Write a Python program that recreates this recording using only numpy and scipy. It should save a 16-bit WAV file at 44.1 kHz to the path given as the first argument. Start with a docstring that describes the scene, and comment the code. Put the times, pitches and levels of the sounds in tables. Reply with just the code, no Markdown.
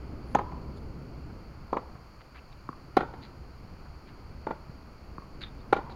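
"""A tennis rally on an outdoor hard court, heard from behind the near baseline.
Wind rumbles on a small hissing microphone; a shoe lands and scuffs, and the near player strikes.
The racket thumps, its strings ping, the hollow ball pops, and the ground and back wall reflect the sound.
The far player answers, duller with distance; the wind eases, shoes squeak and the ball bounces close by.
Three more strokes follow, near, far and near, with a second bounce before the last as the wind rises."""
import sys
import numpy as np
from scipy import signal
from scipy.fft import rfft, irfft
from scipy.io import wavfile
from scipy.ndimage import uniform_filter1d

SR = 44100
rng = np.random.default_rng(int(sys.argv[2]) if len(sys.argv) > 2 else 0)


def unload_wav(signal):
    """Save mono or channel-first audio to the path in sys.argv[1] as 16-bit WAV at rate SR, clipped to [-1, 1]."""
    wavfile.write(
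        sys.argv[1],
        SR,
        np.round(np.clip(np.atleast_2d(signal).T, -1, 1) * 32767).astype(np.int16),
    )


N = 262395
T = np.arange(SR // 2) / SR  # time since an impact, t/s

NEAR_M, FAR_M = 5.7, 31  # from the microphone to the two baselines
# pairs: (at the near baseline, at the far baseline)
CRACK_DB, GROUND_DB, WALL_DB, COURT_DB = (-15, -30), (4.5, -16), (-17.5, -1.1), (-4.5, 0)
CUTOFF_HZ, WALL_DELAY_MS = (11500, 6400), (37.7, 39.2)

# racket impacts, near and far in turn: t/s, level/dB, distance/m, thump f/Hz, dwell t/ms, ball f/Hz,
# ball level/dB, string frequency ratio, string level/dB, tick f/Hz, tick level/dB, ground delay t/ms,
# lingering level/dB
RACKET_IMPACTS = [ (0.3484, -16, 7.1, 248, 5.6, 828, 7, 0.92, 0.5, 6430, -25.5, 1.25, 9),
                  (1.728, -16, 28.2, 456, 3.67, 1016, 3.5, .92, -16.5, 6330, -42, 4.1, -18),
                  (2.9675, -13.5, 5.26, 360, 3.21, 759, 4, .97, -5, 4260, -23.5, 2.85, 3),
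                  (4.4683, -21.5, 29.6, 405, 2.99, 876, 5.5, 1.028, -4.5, 6300, -40, 2.43, -6),
                  (5.7260, -14.5, 5.46, 395, 3.2, 780, 4, 1.032, -0.5, 9700, -36.5, 2.263, 7.5)]

def strokes():
    """Impact excitation: the racket sounds, then the ball; far strokes are duller, with more wall echo."""
    out = np.zeros(N)
    for (start, db, metres, thump_hz, dwell_ms, ball_hz, ball_db, pitch, strings_db,
         tick_hz, tick_db, ground_ms, ring_db) in RACKET_IMPACTS:
        crack_db, ground_db, wall_db, wall_ms, court_db, cutoff_hz = (
            at_distance(metres, pair)
            for pair in (CRACK_DB, GROUND_DB, WALL_DB, WALL_DELAY_MS, COURT_DB, CUTOFF_HZ))
        racket = thump(thump_hz) + amp(strings_db) * strings(pitch)
        ball = amp(ball_db) * late(pop(ball_hz, t60=0.017, rise_s=0.00071), dwell_ms)
        body = racket + ball
        ground = amp(ground_db) * late(body, ground_ms)
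        direct = body + ground + amp(crack_db) * crack() + amp(tick_db) * tick(tick_hz)
        # directivity: other directions get less of the ball's note and more of the crack
        backward = direct + amp(crack_db + 9) * band(crack(), [1200, 2800], "band")
        sideways = amp(4.5) * racket + amp(-0.5) * ball + amp(crack_db + 7.5) * crack()
        space = echoes(backward, wall_ms, wall_db) + amp(court_db) * scatter(sideways)
        ring = amp(ring_db) * lingering(ball_hz)
        add(out, start, amp(db) * band(direct + space + ring, cutoff_hz, "low"))
    return out


def thump(hz):
    """Dipole radiation: a bell-shaped contact force radiates its slope, one dip and one crest."""
    u = 2 * np.pi * hz * (T - .0022)
    return band(u * np.exp((1 - u ** 2) / 2), 175, "high")


def pop(hz, t60, rise_s):
    """Damped oscillation: a struck body rings as it springs back into shape."""
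    return np.sin(2 * np.pi * hz * T) * fade(t60) * rise(rise_s)


# modes of string bed and frame: nominal f/Hz, level/dB, T60/s
RACKET_MODES = [(561, -1, 0.028), (1104, 3, 0.017), (1354, 0.5, 0.019), (1833, -8, 0.015),
                (1923, -19, 0.039), (2244, -20.5, 0.046), (2540, -23.5, 0.012), (3250, -33, 0.0066),
                (3560, -16, 0.0096)]

def strings(pitch):
    """Modal superposition: each mode, tuned by the ratio pitch, decays at its own rate."""
    modes = sum(amp(db) * np.sin(2 * np.pi * hz * pitch * T) * fade(t60) for hz, db, t60 in RACKET_MODES)
    return modes * rise(0.0012)


# spectrum of felt striking strings: f/Hz, relative level/dB
FELT_SPECTRUM = [(500, 7), (1800, 3.5), (3000, -3.5), (4100, -5.5), (5400, -17.5), (6900, -19.5),
                 (8000, -35), (9300, -29), (12000, -24.5), (15000, -33)]

def crack():
    """Contact noise: felt snaps against the strings in sharp ticks, then a duller rattle dies away."""
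    ticks = amp(4 * noise([(100, 0), (900, 0), (2000, -30)], len(T)))
    snap = tint(ticks * rng.standard_normal(len(T)), FELT_SPECTRUM) * rise(0.0011) * fade(0.05)
    rattle = band(noise(FELT_SPECTRUM, len(T)), 7700, "low") * fade(0.11) * (T > .004)
    return amp(4) * snap + amp(-7.5) * rattle


def tick(hz, half_width=0.08, contact_s=0.0059):
    """Friction noise: a bright burst lasts only while the felt rubs the strings."""
    rub = rng.standard_normal(len(T))
    note = unit(band(rub, [hz * (1 - half_width), hz * (1 + half_width)], "band"))
    sparkle = unit(band(rub, [9000, 13200], "band", order=4))
    return (note + amp(-14) * sparkle) * np.sin(np.pi * np.minimum(T / contact_s, 1))


# ball landings on the near court: t/s, level/dB
LANDINGS = [(2.6902, -24.5), (5.1820, -30)]

def bounces():
    """Elastic rebound: on the hard court the ball rings higher and shorter, over a soft thud."""
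    out = np.zeros(N)
    ring = pop(hz=1110, t60=0.012, rise_s=0.00051)
    direct = amp(6.5) * ring + amp(-3) * late(thump(hz=198), ms=0.81)
    slaps = echoes(ring, WALL_DELAY_MS[1], wall_db=-3)
    for start, db in LANDINGS:
        add(out, start, amp(db) * (direct + slaps + amp(-5) * scatter(direct)))
    return out


# spectrum of grit under a sole: f/Hz, relative level/dB
GRIT_SPECTRUM = [(1000, 8), (2200, 1), (3000, -4), (3700, -1), (4700, 5), (5400, -20), (7000, -7),
                 (8000, -22), (10500, -2), (14000, -25)]
# shoe scuffs and, in the last row, the final stroke's faint echo from the court's far end:
# t/s, level/dB, duration/s, grit f/Hz, squeak f/Hz, squeak level/dB
SCUFFS_AND_ECHO = [(0.253, -71.5, 0.16, 10100, 3600, -25), (0.759, -64, 0.035, 6900, 3500, -8),
                   (2.207, -53, 0.014, 2540, 3140, -16), (2.342, -50.5, 0.045, 2270, 3600, -25),
                   (2.377, -58.5, 0.025, 2200, 2670, 2), (2.514, -61, 0.026, 3460, 3600, -20),
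                   (3.214, -55, 0.061, 3640, 4000, -9), (4.062, -59, 0.056, 2600, 3600, -20),
                   (5.408, -45.5, 0.033, 3460, 4100, -4), (5.427, -49.5, 0.028, 2500, 3630, 6.5),
                   (5.45, -54.5, 0.033, 2600, 3630, -2), (5.897, -62, 0.047, 4430, 4040, 0)]

def scuffs_and_echo(slip_db=3.5, pitch_spread=0.065):
    """Stick-slip friction: soles grind on grit and squeak; the last burst stands for a stroke's echo."""
    out = np.zeros(N)
    for start, db, length, grit_hz, squeak_hz, squeak_db in SCUFFS_AND_ECHO:
        push = np.sin(np.pi * np.minimum(T / length, 1) ** 0.78)
        slips = amp(slip_db * noise([(20, -14), (110, 0), (250, -6), (600, -40), (3000, -80)], len(T)))
        grains = tint(slips * rng.standard_normal(len(T)), GRIT_SPECTRUM)
        grit = unit(band(grains, [grit_hz * .5, grit_hz * 1.23], "band"))
        waver = 1 + pitch_spread * noise([(20, -10), (400, 3), (1200, -26)], len(T))
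        tone = np.sin(2 * np.pi * np.cumsum(squeak_hz * waver) / SR)
        squeak = unit(band(slips * tone, 5000, "low", order=4))
        direct = push * (grit + amp(squeak_db) * squeak)
        add(out, start, amp(db) * (direct + echoes(direct, wall_ms=46, wall_db=-19)))
    return out


# footfalls: t/s, level/dB, slap level/dB
FOOTFALLS = [(0.119, -29, -33), (1.007, -46, -14), (1.295, -32.5, -20), (1.952, -32.5, -19),
             (3.648, -40, -30), (3.854, -43, -9), (4.695, -28, -29)]

def footsteps():
    """Damped impact: a shoe lands with a low thud and a slap of the sole."""
    out = np.zeros(N)
    thud = amp(7.5) * pop(hz=134, t60=0.024, rise_s=0.0029)
    for start, db, slap_db in FOOTFALLS:
        slap = unit(band(noise(COURT_SPECTRUM, len(T)), [500, 1500], "band")) * fade(0.11)
        add(out, start, amp(db) * (thud + amp(slap_db) * slap))
    return out


def echoes(x, wall_ms, wall_db):
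    """Specular reflection: distinct slaps from the back wall, the side wall and the court's far end."""
    wall = amp(wall_db) * late(band(x, 11400, "low"), wall_ms)
    side = amp(-19) * late(band(x, 1070, "low"), ms=59.5)
    far_end = amp(-30) * late(x, ms=168)
    return wall + side + far_end


# spectrum of the court's scattered sound: f/Hz, relative level/dB
COURT_SPECTRUM = [(100, 4), (250, -2), (550, -2.5), (780, 0), (1020, -0.5), (1400, 3.5), (2000, -5.5),
                  (5000, -9), (12000, -9.5)]

def scatter(x):
    """Diffuse reflection: fences, benches and trees return clumps, strongest just after the wall's slap."""
    early = amp(-41) * fade(0.2) * (T > .008)
    behind = amp(-43) * late(fade(0.054), ms=37)
    distant = amp(-57) * fade(1.0) * rise(0.048)
    clumps = amp(2 * noise([(30, -11), (120, -14), (300, -41)], len(T)))
    response = noise(COURT_SPECTRUM, len(T)) * clumps * (early + behind + distant)
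    return signal.fftconvolve(x, response)[:len(T)]


def lingering(ball_hz, doppler_ratio=1.207):
    """Doppler shift: the note is raised ahead of the flying ball, and the fences keep returning it."""
    note = pop(ball_hz * doppler_ratio, t60=0.021, rise_s=0.0016)
    fences = fade(0.97) * rise(0.012) + amp(-12) * late(fade(0.27), ms=180)
    return amp(-45.5) * signal.fftconvolve(note, rng.standard_normal(len(T)) * fences)[:len(T)]


# spectra of large eddies and of faster flutter: f/Hz, relative level/dB
EDDY_SPECTRUM = [(10, -4.5), (25, 1), (45, -4.5), (64, 3.5), (90, -5.5), (140, -5), (220, -28.5),
                 (400, -78)]
FLUTTER_SPECTRUM = [(60, -9.5), (130, -1), (200, 2), (320, -2), (500, -9), (900, -19), (2000, -62)]

def wind():
    """Turbulent pressure: eddies rumble on the microphone; the flutter grows more steeply with a gust."""
    rumble = noise(EDDY_SPECTRUM, N) * amp(-46.5 + gust() + walk(11))
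    flutter = noise(FLUTTER_SPECTRUM, N) * amp(-52.5 + 1.43 * gust() + walk(25))
    return rumble + flutter


# wind strength at the microphone: t/s, level/dB
WIND_STRENGTH = [(0.0, -44.5), (0.48, -43.5), (1.19, -45.5), (2.29, -54.5), (2.52, -54), (3.15, -49),
                 (3.65, -50.5), (3.78, -49.5), (4.01, -50.5), (4.44, -49), (4.81, -51.5), (5.95, -46.5)]

def gust(breeze_db=-49):
    """Unsteady flow: the wind's excess over its usual breeze at each moment, in dB."""
    return np.interp(np.arange(N) / SR, *np.transpose(WIND_STRENGTH)) - breeze_db


# spectrum of the outdoor wash: f/Hz, relative level/dB
AMBIENT_SPECTRUM = [(100, -9.5), (500, -1.5), (1000, -0.5), (1350, -1), (1750, -11.5), (2350, -9),
                    (3000, -16.5), (3700, -24), (6000, -45.5)]

def outdoor_wash():
    """Ambient noise: a distant wash lifts a little with the wind."""
    return noise(AMBIENT_SPECTRUM, N) * amp(-57 + 0.27 * gust() + 0.45 * walk(2.24))


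# spectrum of the camera's hiss: f/Hz, relative level/dB
HISS_SPECTRUM = [(1500, -3), (3700, -24.5), (4150, -3.5), (4550, 3.5), (5100, -7), (6100, -15),
                 (6850, -11.5), (7800, -25.5), (9300, -20), (12000, -22), (16000, -23)]
# tones of its electronics: f/Hz, rms level/dB
WHINE_TONES = [(12742, -90), (12818, -98)]

def electronics():
    """Self-noise: the camera adds a hiss whose peak wavers, and a thin whine."""
    hiss = noise(HISS_SPECTRUM, N) * amp(-64.5)
    waver = band(hiss, (4200, 4900), "band", order=1) * (amp(0.5 * walk(6)) - 1)
    whine = sum(amp(db) * np.sqrt(2) * np.sin(2 * np.pi * hz * np.arange(N) / SR) for hz, db in WHINE_TONES)
    return hiss + waver + whine


def at_distance(metres, near_far):
    """Logarithmic distance law: equal steps per doubling, from the near value to the far one."""
    near, far = near_far
    return near + (far - near) * np.log(metres / NEAR_M) / np.log(FAR_M / NEAR_M)


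def amp(db):
    """Amplitude ratio of a level in dB."""
    return 10 ** (np.asarray(db) / 20)


def rise(seconds):
    """Exponential onset with the given time constant."""
    return 1 - np.exp(-T / seconds)


def fade(t60):
    """Exponential decay, by 60 dB in t60 seconds."""
    return np.exp(-np.log(1000) * T / t60)


def unit(x):
    """Normalisation to rms 1."""
    return x / np.sqrt(np.mean(x ** 2))


def tint(x, spectrum):
    """Spectral shaping through (f/Hz, level/dB) points, at rms 1."""
    hz, db = np.transpose(spectrum)
    f = np.maximum(np.arange(len(x) // 2 + 1) * SR / len(x), 1)
    gain = amp(np.interp(np.log(f), np.log(hz), db))
    return unit(irfft(rfft(x) * gain, len(x)))


def noise(spectrum, size):
    """Coloured Gaussian noise of rms 1."""
    return tint(rng.standard_normal(size), spectrum)


def band(x, hz, kind, order=2):
    """Butterworth filtering."""
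    return signal.sosfilt(signal.butter(order, np.minimum(hz, SR / 2 - 1), kind, fs=SR, output="sos"), x)


def walk(rate_hz):
    """Slow random fluctuation of rms 1."""
    hold = int(SR / rate_hz)
    steps = np.repeat(rng.standard_normal(N // hold + 1), hold)
    return unit(uniform_filter1d(steps, hold)[:N])


def late(x, ms):
    """Propagation delay: the same sound over a longer path."""
    return np.concatenate([np.zeros(int(ms * SR / 1000)), x])[:len(T)]


def add(track, start, x):
    """Superposition: mix a sound in at start seconds."""
    i = int(start * SR)
    track[i:i + len(x)] += x[:max(N - i, 0)]


def scene():
    """Linear superposition of the rally and its background, in one channel."""
    rally = strokes() + bounces() + scuffs_and_echo() + footsteps()
    return (rally + wind() + outdoor_wash() + electronics())[None]


def record(dry, cutoff_hz=15800):
    """Band limiting: the camera cuts the top of the treble."""
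    return signal.sosfilt(signal.ellip(10, .1, 70, cutoff_hz, fs=SR, output="sos"), dry)


dry = scene()
out = record(dry)
unload_wav(out)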